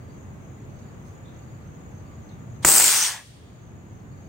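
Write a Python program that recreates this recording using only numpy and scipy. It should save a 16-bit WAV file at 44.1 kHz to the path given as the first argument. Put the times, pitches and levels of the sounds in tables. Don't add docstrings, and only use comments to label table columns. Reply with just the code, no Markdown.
import sys
import numpy as np
from scipy import signal
from scipy.io import wavfile
from scipy.ndimage import uniform_filter1d

SR = 44100
rng = np.random.default_rng(int(sys.argv[2]) if len(sys.argv) > 2 else 0)


def ratio_of_db(decibels):
    return 10 ** (np.asarray(decibels, float) / 20)


def file_out(sig):
    cols = np.atleast_2d(sig).T
    lim = np.clip(cols, -1, 1)
    pcm = np.round(lim * 32767).astype(np.int16)
    wavfile.write(sys.argv[1], SR, pcm)


N = 189008

# (frequency [Hz], level per Hz [dB])
AIR_COLOUR = [(25, -20), (60, -10), (86, -1), (118, 1), (184, -7), (320, -14), (1100, -25.5), (2120, -32),
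              (5100, -48.5), (6000, -44), (8400, -48), (9970, -56), (14800, -48), (16000, -48)]
# (frequency [Hz], likeness [-1..1])
AIR_LIKENESS = [(40, .85), (130, .85), (290, .7), (640, .16), (1410, -.15), (3100, .04), (15000, 0)]
# (frequency [Hz], left minus right [dB])
AIR_BALANCE = [(60, -0.5), (180, 0.5), (550, 0), (1650, 1.5), (4970, -1.0), (15000, 0)]
# (frequency [Hz], width [Hz], level [dB])
MACHINE_HUM = (1185, 10, -70)
# (frequency [Hz], width [Hz], level [dB])
CHORUS = [(6540, 200, -73), (6800, 260, -73), (7700, 500, -79)]
LOW_CRICKET = (6310, 0, -69.3, 42, .155, 1)
LOW_CHIRPS = [.11, .395, .69, .99, 1.31, 1.62, 1.9, 2.215, 2.51, 3.57, 3.87, 4.17]
HIGH_CRICKET = (6860, 0, -68.8, 39, .23, -1)
HIGH_CHIRPS = [.12, .46, .78, 1.07, 1.36, 1.7, 2.05, 2.36, 3.45, 3.7, 4.04]
FIELD_CRICKET = (4200, 450, -79, 15, .48, -2)
FIELD_CHIRPS = [-.27, .53, 1.2, 1.77, 3.2, 3.9]
# (time [s], level [dB], frequency [Hz], width [Hz], length [s])
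RUSTLES = [
    (.09, -71, 4600, 150, .04),
    (.785, -62, 3000, 6000, .022),
    (.8, -62, 1100, 1100, .4),
    (.83, -66, 3800, 300, .02),
    (1.04, -65, 5500, 7000, .1),
    (1.24, -64.5, 3600, 500, .13),
    (1.62, -70, 4000, 900, .02),
    (2.288, -60, 4000, 1600, .014),
    (2.297, -65, 3750, 500, .05),
    (2.55, -71, 4200, 900, .02),
]
# (frequency [Hz], time to fall 60 dB [s])
TREE_FADE = [(300, .9), (1500, 1.1), (3500, 1.6), (6000, .85), (9000, .9), (11000, .9), (15000, .7)]
# (frequency [Hz], width [Hz], level [dB], time to fall 60 dB [s])
RUMBLE = (330, 480, -30.5, .95)
# (time [s], peak [dB], length [ms], port ring [dB])
SHOCKS = [
    (2.64873, 0, .28, -12),
    (2.6495, -30, .3, -10),
    (2.6503, -22, .3, -6),
    (2.6509, -11, .22, -22),
    (2.6519, -14, .25, -7),
    (2.6527, -22, .3, -11),
    (2.6560, -22, .3, -22),
    (2.6890, -19, .6, -30),
]
# (frequency [Hz], level [dB], time to fall 60 dB [s])
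THUMP = [
    (95, -26, .06),
    (150, -27, .2),
    (360, -15, .045),
]
# (start [s], end [s], first pitch [Hz], last pitch [Hz], level [dB])
RUN_UP = (2.6450, 2.6482, 700, 2600, -20)
# (frequency [Hz], level per Hz [dB])
FULL_JET = [(60, -48), (110, -22), (300, -20), (570, -17), (800, -10), (1100, -14), (1950, -13.5),
            (3500, -18), (5500, -11), (7800, -4), (10500, -12), (16000, -12)]
LOW_JET = [(60, -60), (100, -34), (330, -33), (500, -26), (800, -11), (1600, -5.5), (2900, -6),
           (4400, -3.5), (6000, -2), (8800, -3), (10500, -11), (16000, -20)]
EMPTY_JET = [(180, -42.5), (400, -20), (700, -4), (1000, 1), (1350, -11), (1700, 1), (2200, -5), (3600, -3),
             (4400, -9), (8800, -17), (16000, -36)]
# (frequency [Hz], likeness [-1..1], left minus right [dB])
JET_PORTS = [(300, .72, 1.5), (1700, .88, 1), (2500, .75, 0), (3300, .05, -3), (4000, -.05, -2),
             (5200, .53, 2.5), (7500, .86, 0.5), (9300, .6, 5), (10000, -.2, -2.5), (11200, -.6, -3),
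             (12300, -.1, 3.5), (13500, .2, 7.5), (15500, .55, 1)]
# (time [s], jet level [dB], drained [0 full, 1 low, 2 empty])
TANK = [
    (2.7, -13.3, .05),
    (2.8, -14.8, .15),
    (2.93, -16.7, .7),
    (3.06, -20.6, .95),
    (3.12, -29, 1.25),
    (3.2, -44, 1.8),
    (3.25, -59, 1.9),
]
# (start [s], end [s], first pitch [Hz], last pitch [Hz], share of the jet [dB])
WHISTLES = [
    (2.652, 2.895, 8050, 7450, -5),
    (2.97, 3.095, 6200, 5800, -10.5),
]
# (frequency [Hz], width [Hz], level [dB])
BARREL = [(730, 45, -8), (930, 45, -6), (1110, 45, -8), (1690, 45, -3), (1900, 50, -12)]
# (frequency [Hz], level [dB])
BODY = [(3800, 0), (4100, -3), (4450, 1), (4800, 0), (8300, 0), (9050, 6), (9350, 2), (9700, -2),
        (10600, 0), (11800, 1), (12350, 5), (12800, 0), (14800, 0), (15500, 4)]

SHOT_S = 2.6487
TIME = np.arange(N) / SR


def evened(x):
    return x / np.sqrt(np.mean(x ** 2) + 1e-20)


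def read(points, hz, axis=1):
    table = np.array(points)
    return np.interp(np.log(hz + 1), np.log(table[:, 0] + 1), table[:, axis])


def over_time(rows):
    s, *columns = np.transpose(rows)
    return [np.interp(TIME, s, column) for column in columns]


def resonate(x, hz, width):
    r = np.exp(-np.pi * width / SR)
    if np.ndim(hz) == 0:
        pole = r * np.exp(2j * np.pi * hz / SR)
        return 2 * signal.lfilter([1 - r], [1, -pole], x + 1e-18).real
    turn = np.exp(2j * np.pi * np.cumsum(hz) / SR)
    return 2 * (turn * signal.lfilter([1 - r], [1, -r], x / turn + 1e-18)).real


def resonate_twice(x, hz, width):
    return evened(resonate(resonate(x, hz, width), hz, width))


def noise(colour, likeness, balance, size, patch_db):
    hz = np.fft.rfftfreq(size, 1 / SR)
    a, b, c, d, patches = rng.standard_normal((4 * N // size + 5, len(hz), 5)).T
    patches = uniform_filter1d(patches, size=10, axis=0)
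    patches = evened(uniform_filter1d(patches, size=10, axis=1))
    alike = np.clip(likeness(hz), -1, 1)[:, None]
    side = ratio_of_db(balance(hz)[:, None] / 2)
    left = a + 1j * b
    right = alike * left + np.sqrt(1 - alike ** 2) * (c + 1j * d)
    spectra = np.array([left * side, right / side])
    spectra *= ratio_of_db(read(colour, hz)[:, None] + patch_db * patches)
    return evened(signal.istft(spectra, nperseg=size, noverlap=size - size // 4)[1][:, :N])


def air():
    out = ratio_of_db(-42) * noise(AIR_COLOUR, lambda hz: read(AIR_LIKENESS, hz), lambda hz: read(AIR_BALANCE, hz),
                           size=2048, patch_db=0.6263)
    for hz, width, db in [MACHINE_HUM] + CHORUS:
        out += ratio_of_db(db) * resonate_twice(rng.standard_normal((2, N)), hz, width)
    return out


def cricket(insect, starts):
    hz, rise_hz, db, rate, length, side_db = insect
    stroke, gate, along = np.zeros(N), np.zeros(N), np.zeros(N)
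    for s in starts:
        on = (TIME >= s) & (TIME < s + length)
        stroke += on * ((TIME - s) * rate % 1)
        along += on * (TIME - s) / length
        gate += on
    pitch = hz + 130 * (stroke - .5) + rise_hz * np.tanh(1.8 * along)
    swell = np.sin(np.pi * along ** (1 + rise_hz / 800)) ** (.35 + rise_hz / 900)
    strokes = .7 + np.sin(np.pi * np.minimum(stroke / .85, 1))
    blurred = resonate(resonate(rng.standard_normal((2, N)), pitch, 110), pitch, 110)
    heard = gate * swell * strokes * blurred
    heard /= np.sqrt(np.mean(heard[:, gate > 0] ** 2, axis=1, keepdims=True))
    return ratio_of_db(db) * ratio_of_db(side_db / 2 * np.array([[1], [-1]])) * heard


def hands():
    out = np.zeros((2, N))
    grit = rng.standard_normal((2, N))
    grit = grit * ratio_of_db(3.0 * evened(uniform_filter1d(rng.standard_normal(N), size=120)))
    for s, db, hz, width, length in RUSTLES:
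        u = np.clip((TIME - s) / length, 0, 20)
        out += ratio_of_db(db) * resonate_twice(grit, hz, width) * np.tanh(8 * u) * np.exp(-u ** 2)
    return out


def ducking():
    lawn_db, duck_db = 1.4, -10.5
    fall_s, release_s, recover_s = .07, 3.25, .15
    fallen = 1 - np.exp(-np.maximum(TIME - SHOT_S, 0) / fall_s)
    recovery = 1 + np.maximum(TIME - release_s, 0) / recover_s
    return ratio_of_db(lawn_db + duck_db * fallen / recovery)


def trees(x):
    taps = np.zeros((2, SR))
    at = np.arange(900, SR - 20, 20) + rng.integers(0, 20, (2, (SR - 901) // 20))
    np.put_along_axis(taps, at, rng.choice([-1., 1.], at.shape), 1)
    hz, t, z = signal.stft(taps, SR, nperseg=256)
    fade = ratio_of_db(-60 * t / read(TREE_FADE, hz)[:, None])
    tail = signal.istft(z * fade, SR, nperseg=256)[1]
    return signal.fftconvolve(x, tail / np.linalg.norm(tail[0]), axes=1)[:, :N]


def rumble():
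    hz, width, db, t60 = RUMBLE
    since = TIME - SHOCKS[0][0]
    shared, separate = rng.standard_normal(N), rng.standard_normal((2, N))
    roll = resonate_twice(shared + .7 * separate, hz, width)
    return (since > 0) * ratio_of_db(db - 60 * np.maximum(since, 0) / t60) * roll


def plug_run_up():
    start, end, low_hz, high_hz, db = RUN_UP
    along = np.clip((TIME - start) / (end - start), 0, 1)
    hz = low_hz + (high_hz - low_hz) * along
    return ratio_of_db(db) * along * (along < 1) * np.sin(2 * np.pi * np.cumsum(hz) / SR)


def shock():
    ring_hz, ring_width_hz = 7200, 900
    push, kicks = np.zeros(N), np.zeros(N)
    for s, db, ms, ring_db in SHOCKS:
        u = np.clip((TIME - s) / (ms / 1000), -5, 40)
        front = .5 + .5 * np.tanh(u / .08)
        push += ratio_of_db(db) * front * np.tanh(6.0 * (1 - u)) * np.exp(-.12 * u ** 3 * (u > 0))
        kick = np.exp(-((TIME - s) / .0004) ** 2)
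        kicks += ratio_of_db(ring_db) * kick * np.sin(2 * np.pi * ring_hz * TIME)
    since = np.maximum(TIME - SHOCKS[0][0], 0)
    for hz, db, t60 in THUMP:
        push += ratio_of_db(db - 60 * since / t60) * np.sin(2 * np.pi * hz * since)
    port_ring = 1.3 * resonate(kicks, ring_hz, ring_width_hz) * ratio_of_db(np.array([[1.5], [-1.5]]))
    return push + plug_run_up() + port_ring


def tank_pressure():
    valve_s, leak_db, leak_rise_s, leak_drained = 2.619, -38, .012, 1.5
    burst_db, burst_s = -13.5, .0058
    lull_db, refill_s, lull_drained = -7, .006, .25
    level_db, drained = over_time(TANK)
    refill = np.exp(-np.maximum(TIME - SHOT_S - burst_s, 0) / refill_s)
    level_db = np.where(TIME < SHOT_S + burst_s, burst_db, level_db + lull_db * refill)
    leak = ratio_of_db(leak_db) * np.clip((TIME - valve_s) / leak_rise_s, 0, 1) ** 2
    level = np.where(TIME < SHOT_S, leak, ratio_of_db(level_db) * (TIME < TANK[-1][0]))
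    drained = np.where(TIME < SHOT_S, leak_drained, drained + lull_drained * refill)
    return uniform_filter1d(level, size=30), drained


def crackle(drained):
    kicks_per_s, kick_db, fade_s = 350, -4, .0009
    chance, size = rng.random(N), np.minimum(rng.exponential(1, N), 2)
    hits = size * (chance < kicks_per_s / SR)
    kicks = signal.lfilter([1], [1, -np.exp(-1 / (fade_s * SR))], hits)
    return evened(1 + ratio_of_db(kick_db) * kicks * np.clip(1 - drained, 0, 1))


def whistle(flow):
    width_hz, edge_s = 1050, .012
    out = 0
    wander = 1 + .012 * evened(uniform_filter1d(rng.standard_normal(N), size=500))
    for start, end, from_hz, to_hz, db in WHISTLES:
        along = np.clip((TIME - start) / (end - start), 0, 1)
        hz = wander * (from_hz + (to_hz - from_hz) * along ** 2)
        on = (np.tanh((TIME - start) / edge_s) - np.tanh((TIME - end) / edge_s)) / 2
        out = out + ratio_of_db(db) * on * resonate_twice(flow, hz, width_hz)
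    return out


def barrel_ring(flow, drained):
    sings_from = .9
    pipe = sum(ratio_of_db(db) * evened(resonate(flow, hz, width)) for hz, width, db in BARREL)
    return ratio_of_db(-10) * np.clip(drained - sings_from, 0, 1) * (TIME > SHOT_S) * pipe


def microphone_body(x):
    hz = np.linspace(0, SR / 2, 257)
    taps = signal.firwin2(255, hz, ratio_of_db(read(BODY, hz)), fs=SR)
    return signal.oaconvolve(x, taps[None], "same")


def jet():
    level, drained = tank_pressure()
    full, low, empty = (noise(colour, lambda hz: read(JET_PORTS, hz), lambda hz: read(JET_PORTS, hz, axis=2),
                              size=512, patch_db=1.5) for colour in (FULL_JET, LOW_JET, EMPTY_JET))
    shares = [np.sqrt(np.clip(1 - abs(drained - k), 0, 1)) for k in range(3)]
    roar = shares[0] * full + shares[1] * low + shares[2] * empty
    roar = roar + barrel_ring(empty, drained)
    eddies_db = .8 * evened(uniform_filter1d(rng.standard_normal(N), size=70))
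    strength = ratio_of_db(-2) * level * ratio_of_db(eddies_db) * crackle(drained)
    return microphone_body(strength * (roar + whistle(low)))


def scene():
    blast = jet() + shock() + rumble()
    insects = cricket(LOW_CRICKET, LOW_CHIRPS) + cricket(HIGH_CRICKET, HIGH_CHIRPS)
    insects = insects + cricket(FIELD_CRICKET, FIELD_CHIRPS)
    lawn = air() + insects + hands()
    return blast + ratio_of_db(-25) * trees(blast) + ducking() * lawn


def roll_off(x):
    return signal.sosfilt(signal.butter(12, 16630, fs=SR, output="sos"), x)


def record(dry):
    bass_cut_hz, treble_cut_hz = 42, 15850
    thinned = signal.lfilter(*signal.butter(2, bass_cut_hz, "high", fs=SR), dry)
    overloaded = np.clip(thinned, -.86, .86)
    edge = signal.firwin(1023, treble_cut_hz, window=("kaiser", 9), fs=SR)
    return roll_off(signal.oaconvolve(overloaded, edge[None], "same"))


dry = scene()
out = record(dry)
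file_out(out)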